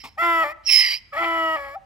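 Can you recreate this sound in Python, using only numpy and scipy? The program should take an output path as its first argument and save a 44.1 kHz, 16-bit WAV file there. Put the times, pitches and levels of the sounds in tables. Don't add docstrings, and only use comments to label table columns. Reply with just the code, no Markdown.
import sys
import numpy as np
from scipy import signal
from scipy.fft import rfft, irfft, next_fast_len
from scipy.io import wavfile

SR = 44100
rng = np.random.default_rng(int(sys.argv[2]) if len(sys.argv) > 2 else 0)


def transcribe(u):
    v = np.clip(np.atleast_2d(u).T, -1, 1)
    q = np.round(v * 32767).astype(np.int16)
    wavfile.write(sys.argv[1], SR, q)


N = 81585
T = np.arange(N) / SR


def from_db(db):
    return 10 ** (np.asarray(db) / 20)


def unit_rms(x):
    return x / np.sqrt(np.mean(x ** 2) + 1e-20)


def automation(rows):
    times, *columns = np.transpose(rows)
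    return [np.interp(T, times, column) for column in columns]


def gate(rows, fade_s=0.003):
    times = np.reshape(rows, (len(rows), -1))[:, 0]
    return np.clip(np.minimum(T - times[0], times[-1] - T) / fade_s, 0, 1)


def at_hz(points, hz):
    freqs, values = np.transpose(points)
    return np.interp(np.log(np.maximum(hz, 1)), np.log(freqs), values)


def filtered(x, response):
    size = next_fast_len(2 * N)
    hz = np.arange(size // 2 + 1) * SR / size
    return irfft(rfft(x, size) * response(hz), size)[..., :N]


def coloured(x, eq):
    return unit_rms(filtered(x, lambda hz: from_db(at_hz(eq, hz))))


def drift(rate_hz):
    return unit_rms(filtered(rng.standard_normal(N), lambda hz: 1 / (1 + (hz / rate_hz) ** 4)))


def shaky_phase(hz, jitter, rate_hz):
    return 2 * np.pi * np.cumsum(hz * (1 + jitter * drift(rate_hz))) / SR


# frequency in Hz, relative level in dB.
RUMBLE_EQ = [(25, -19), (62, 4.5), (140, -13), (700, -29.5), (2000, -23.5), (16000, -52)]


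def rumble(level_db=-57.5, width=0.63):
    air = rng.standard_normal(N) + width * rng.standard_normal((2, N))
    return from_db(level_db + 0.5 * drift(21)) * coloured(air, RUMBLE_EQ)


# frequency in Hz, gain in dB on top of the send.
ECHO_EQ = [(250, 8), (2200, 1), (5000, -7), (16000, -16.5)]


def paddock_echo(x, send_db=-20, t60_s=0.62, onset_s=0.005, shed_s=.14, shed_db=-13):
    decay = from_db(-60 * T / t60_s) * (1 - np.exp(-T / onset_s))
    echoes = unit_rms(rng.standard_normal((2, N)) * decay) / np.sqrt(N)
    echoes[:, int(shed_s * SR)] += from_db(shed_db)
    wet = signal.fftconvolve(x[None], echoes, axes=1)[:, :N]
    return filtered(wet, lambda hz: from_db(send_db + at_hz(ECHO_EQ, hz)))


# frequency in Hz, left minus right in dB.
HAW_PAN = [(330, 4), (1000, 3), (1330, -1.5), (2250, 5), (2650, -5.5), (3000, -2.5), (3600, -11),
           (7200, -0.5), (15000, -5.5)]
HEE_PAN = [(2100, 1), (2750, -8.5), (3100, -3), (3650, -8), (4700, -3.5), (5200, -13.5), (5700, 2),
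           (12300, -5), (15200, 5.5)]
# frequency in Hz, left minus right phase in radians.
STEREO_PHASE = [(600, 0.25), (1300, -1.05), (2200, -1.54), (5200, -0.79), (10500, -1.68)]
HAW_LAG_S = [-0.0000018, .00001]


def panned(x, pan, lag_s=0):
    def response(hz):
        phase = at_hz(STEREO_PHASE, hz) - 2 * np.pi * hz * lag_s
        left = from_db(at_hz(pan, hz) / 2) * np.exp(.5j * phase)
        pair = np.array([left, 1 / left])
        return pair / np.maximum(abs(pair.mean(0)), .5)
    return filtered(x, response)


# time in seconds, level in dB.
GRUNT_LEVEL = [(.033, -71.5), (.04, -39), (.053, -38.5), (.07, -44.5), (.094, -51.5)]
# frequency in Hz, relative level in dB.
GRUNT_EQ = [(120, -15.5), (250, -1), (380, -19), (600, -14), (850, -0.5), (1200, -4.5), (1550, -24.5),
            (2100, -6.5), (5200, -21), (16000, -32.5)]


def grunt(flap_hz=401.7, air=0.11):
    db, = automation(GRUNT_LEVEL)
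    flap_count = shaky_phase(flap_hz, jitter=0.15, rate_hz=220) // (2 * np.pi)
    flaps = np.diff(flap_count, prepend=0) * from_db(1.6 * drift(336))
    return gate(GRUNT_LEVEL) * from_db(db) * coloured(flaps + air * rng.standard_normal(N), GRUNT_EQ)


# centre in seconds, landing pitch in Hz, level in dB,
# width in seconds, upward glide in Hz.
THROAT_CATCHES = [(0.181, 800, -37, 0.0034, -0.5), (0.53, 1950, -39.5, .005, 122.5),
                  (1.13, 1230, -35, 0.0032, -61.5), (1.757, 1320, -38.5, 0.0028, 59.5),
                  (1.767, 775, -31, 0.01, 119.5)]


def throat_catch(centre_s, landing_hz, db, width_s, glide_hz):
    age = (T - centre_s) / width_s
    hz = landing_hz + glide_hz * np.clip(age + .5, -1, 0)
    return from_db(db) * np.sqrt(2) * np.sin(shaky_phase(hz, jitter=0.015, rate_hz=110)) / np.cosh(age)


# frequency in Hz, relative level in dB.
WHEEZE_EQ = [(400, -35.5), (950, -14.5), (1450, -24), (1750, -13.5), (2020, 2.5), (2750, -3.5), (3080, 4),
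             (3550, -19.5), (4000, 3), (4350, -7), (4800, 2.5), (5400, 0.5), (5950, -11), (6500, -46),
             (7500, -17), (8900, -35), (10400, -21.5), (14200, -22), (15200, -24), (16000, -26.5)]


def wheeze(envelope, roughness=0.21):
    db, = automation(envelope)
    air = rng.standard_normal(N) * (1 + roughness * drift(280))
    return gate(envelope) * from_db(db) * coloured(air, WHEEZE_EQ)


def whistle(curve, jitter=0.0044, flutter=0.057):
    hz, db = automation(curve)
    tremolo = unit_rms(np.abs(1 + flutter * drift(70)))
    phase = shaky_phase(hz, jitter, rate_hz=180)
    return np.sqrt(2) * gate(curve) * from_db(db) * tremolo * np.exp(1j * phase)


def turbulence(share, width_hz=168):
    share = np.clip(share, 0, 1)
    return np.sqrt(1 - share) + np.sqrt(share / 2) * (drift(width_hz) + 1j * drift(width_hz))


# time in seconds, pitch in Hz, level in dB.
HIGH_WHISTLE = [(.648, 5840, -48.5), (.661, 5600, -34), (.674, 5350, -18.5), (.69, 5265, -20),
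                (.725, 5270, -13.5), (.76, 5168, -14.5), (.803, 5158, -15.5), (.845, 4967, -24.5),
                (.895, 4780, -27), (.94, 4774, -27.5), (.975, 4996, -36), (1.015, 5320, -72)]
LOW_WHISTLE = [(.672, 2734, -42), (.692, 2667, -21), (.705, 2400, -30.5), (.73, 2266, -28.5),
               (.785, 2048, -32), (.84, 2014, -23.5), (.895, 1953, -35.5), (.95, 2383, -34.5),
               (.975, 2340, -71)]
OPENING_WHISTLE = [(0, 5330, -47), (.035, 5250, -51.5), (.16, 5330, -72)]
# time in seconds, level in dB.
HEE_BREATH = [(.635, -63), (.675, -39), (.7, -25.5), (.75, -23.5), (.81, -24), (.87, -28), (.935, -28),
              (.965, -37), (.995, -52.5), (1.035, -77)]
OPENING_BREATH = [(0, -43.5), (.03, -53.5), (.08, -52.5), (.16, -77.5)]
# time in seconds, noisy share from 0 to 1.
HOARSENESS = [(.69, 0.1), (.71, 0.4), (.805, 0), (.84, 0.3)]
# mix gain in dB, width of the rasp in Hz.
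HEE_OVERTONES = [(-10, 310), (-3.5, 380), (-18.5, 110)]


def hee(overtone_rasp=.85, low_hoarser=3):
    high, low = whistle(HIGH_WHISTLE), whistle(LOW_WHISTLE, jitter=0.0179)
    hoarse, = automation(HOARSENESS)
    _, high_db = automation(HIGH_WHISTLE)
    swing = np.sqrt(2) * from_db(high_db) * np.exp(1j * np.angle(high))
    low_swing = abs(swing) * gate(LOW_WHISTLE) * np.exp(1j * np.angle(low))
    overtones = sum(from_db(gain_db) * high * partner * turbulence(overtone_rasp, width_hz)
                    for (gain_db, width_hz), partner in zip(HEE_OVERTONES, (swing, swing ** 2, low_swing)))
    tones = high * turbulence(hoarse) + low * turbulence(low_hoarser * hoarse) + overtones
    opening = whistle(OPENING_WHISTLE) * turbulence(0.3)
    return (tones + opening).real + wheeze(HEE_BREATH) + wheeze(OPENING_BREATH)


# start, jump up, drop back and end, all in seconds.
HAW_CUES = [(0.174, 0.182, 0.44, .532), (1.124, 1.166, 1.564, 1.763)]
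# pitch in Hz, sag in Hz per second, scoop from below in Hz,
# level in dB, swell in dB per second, softening of the attack in dB.
PRESSED_NOTES = [(699.8, 215, 72, -19, -4, 10), (677.5, 103, 35.6, -23, -1.5, 1)]
# pitch in Hz, sag in Hz per second, level in dB, fade in dB per second.
SLACK_NOTES = [(581.4, 68, -24, 146), (572, 170, -31.5, 50.5)]


def vocal_effort(which, break_s=0.0025, settle_s=0.02068, lift_hz=83, lift_s=0.025):
    start, up, down, end = HAW_CUES[which]
    top_hz, sag, scoop_hz, top_db, swell, soft_db = PRESSED_NOTES[which]
    slack_hz, slack_sag, slack_db, fade = SLACK_NOTES[which]
    t = np.clip(T, start, end)
    pressed = (np.tanh((t - up) / break_s / 2) - np.tanh((t - down) / break_s / 2)) / 2
    since_up, since_down = np.maximum(t - up, 0), np.maximum(t - down, 0)
    unsettled = np.exp(-since_up / settle_s)
    high_hz = top_hz - sag * since_up - scoop_hz * unsettled
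    closing_hz = lift_hz * np.exp((t - end) / lift_s)
    low_hz = slack_hz - slack_sag * since_down + closing_hz
    hz = pressed * high_hz + (1 - pressed) * low_hz
    db = pressed * (top_db + swell * since_up) + (1 - pressed) * (slack_db - fade * since_down)
    return pressed, hz, db - soft_db * unsettled


# time in seconds, gain of the half-pitch lines in dB, rasp against tone in dB.
FIRST_GRIT = [(0.18, -15.5, -5.5), (0.193, -17.5, -24), (0.212, -25, -16), (0.224, -3.5, -9),
              (.29, 4, -23.5), (0.422, -5.5, -19.5), (0.434, -12.5, -6), (0.465, 6.5, -19),
              (0.505, -12.5, -6.5)]
SECOND_GRIT = [(1.13, -24, -8), (1.151, 2, -9), (1.182, -22, -5), (1.214, -1.5, -12), (1.243, 1.5, 2),
               (1.269, 2.5, -12), (1.551, -4.5, -23.5), (1.571, -4.5, -2.5), (1.611, -8.5, -19.5),
               (1.675, 5.5, -10), (1.71, -8, -15.5), (1.755, -6, -15)]
PRESSED_PARTIALS = [
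    [-12.5, -9.5, -5.5, 0, -20, -5.5, -23.5, -20, -24.5, -23, -32.5, -54.5],
    [-9.5, -5, -5.5, 0, -24, -5, -20.5, -29.5, -18, -24.5, -37, -38.5],
]
SLACK_PARTIALS = [-18.5, 4.5, -1, 4.5, -11, 1, -3.5, -3.5, -37, -27, -19, -21]
# frequency in Hz, relative level in dB.
RASP_EQ = [(430, -18), (600, -8), (850, 7.5), (1040, -13.5), (1220, 9), (1400, -3.5), (1560, -14),
           (1900, 5.5), (2350, -0.5), (2800, -12), (3200, -8), (3700, -25), (4400, -18.5), (6000, -41),
           (9000, -63)]
HISS_EQ = [(2500, -44.5), (3600, -9.5), (4100, -11), (4650, 4), (4950, -4), (5300, 7), (6100, -18),
           (7250, 0), (8700, -16.5), (12000, -0.5), (16000, -13.5)]
HISS_DB = [-47, -52.5]
MOUTH_HZ, MOUTH_WIDTH_HZ, MOUTH_DB = 2916, 88, 8
BRIGHTEN_DB_PER_S = 7


def haw(which, grit, jitter=0.024, shimmer=0.088, slip_rad=0.68, buzz_db=-24.5, hiss_follow=0.64):
    pressed, hz, db = vocal_effort(which)
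    slack = 1 - pressed
    halves_db, rasp_db = automation(grit)
    rough = from_db(rasp_db)
    phase = shaky_phase(hz, jitter * rough, rate_hz=206)
    tilt_db = pressed * BRIGHTEN_DB_PER_S * (T - np.mean(HAW_CUES[which][1:3]))
    tone, power = 0, 0
    for k, (pressed_db, slack_db) in enumerate(zip(PRESSED_PARTIALS[which], SLACK_PARTIALS), 1):
        odd = k % 2
        mouth_db = MOUTH_DB / (1 + (2 * (k * hz / 2 - MOUTH_HZ) / MOUTH_WIDTH_HZ) ** 2)
        odd_db = odd * (halves_db + tilt_db * np.log2(k / 2))
        gain = from_db(pressed * pressed_db + slack * slack_db + mouth_db + odd_db)
        slip = odd * slack * slip_rad * drift(37)
        tremolo = 1 + shimmer * rough * drift(70)
        tone += gain * tremolo * np.cos(k * phase / 2 + slip + rng.uniform(-np.pi, np.pi))
        power += gain ** 2 / 2
    reedy_buzz = sum(np.cos(k * phase + rng.uniform(-np.pi, np.pi)) for k in range(7, 10))
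    tone += from_db(buzz_db) * slack * reedy_buzz
    alternation = 1 + .5 * np.minimum(from_db(halves_db), 1) * np.cos(phase / 2)
    puffs = (1 + np.cos(phase)) * alternation
    rasp = rough * coloured(puffs * rng.standard_normal(N), RASP_EQ)
    voice = from_db(db) * (tone / np.sqrt(power) + rasp) / np.sqrt(1 + rough ** 2)
    hiss_gain = from_db(HISS_DB[which] + hiss_follow * (db - db.max()))
    hiss = hiss_gain * coloured((1 + puffs) * rng.standard_normal(N), HISS_EQ)
    return gate(HAW_CUES[which], fade_s=0.012) * (voice + hiss)


def scene():
    first_haw, second_haw = haw(0, FIRST_GRIT), haw(1, SECOND_GRIT)
    throat = grunt() + sum(throat_catch(*row) for row in THROAT_CATCHES)
    in_breath = hee()
    direct = (panned(first_haw + throat, HAW_PAN, HAW_LAG_S[0])
              + panned(second_haw, HAW_PAN, HAW_LAG_S[1])
              + panned(in_breath, HEE_PAN))
    return direct + paddock_echo(first_haw + second_haw + throat + in_breath) + rumble()


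def record(dry):
    cutoff_hz = 15900
    rounded = dry / (1 + np.abs(dry) ** 6) ** (1 / 6)
    return filtered(rounded, lambda hz: 1 / np.sqrt(1 + (hz / cutoff_hz) ** 300))


dry = scene()
out = record(dry)
transcribe(out)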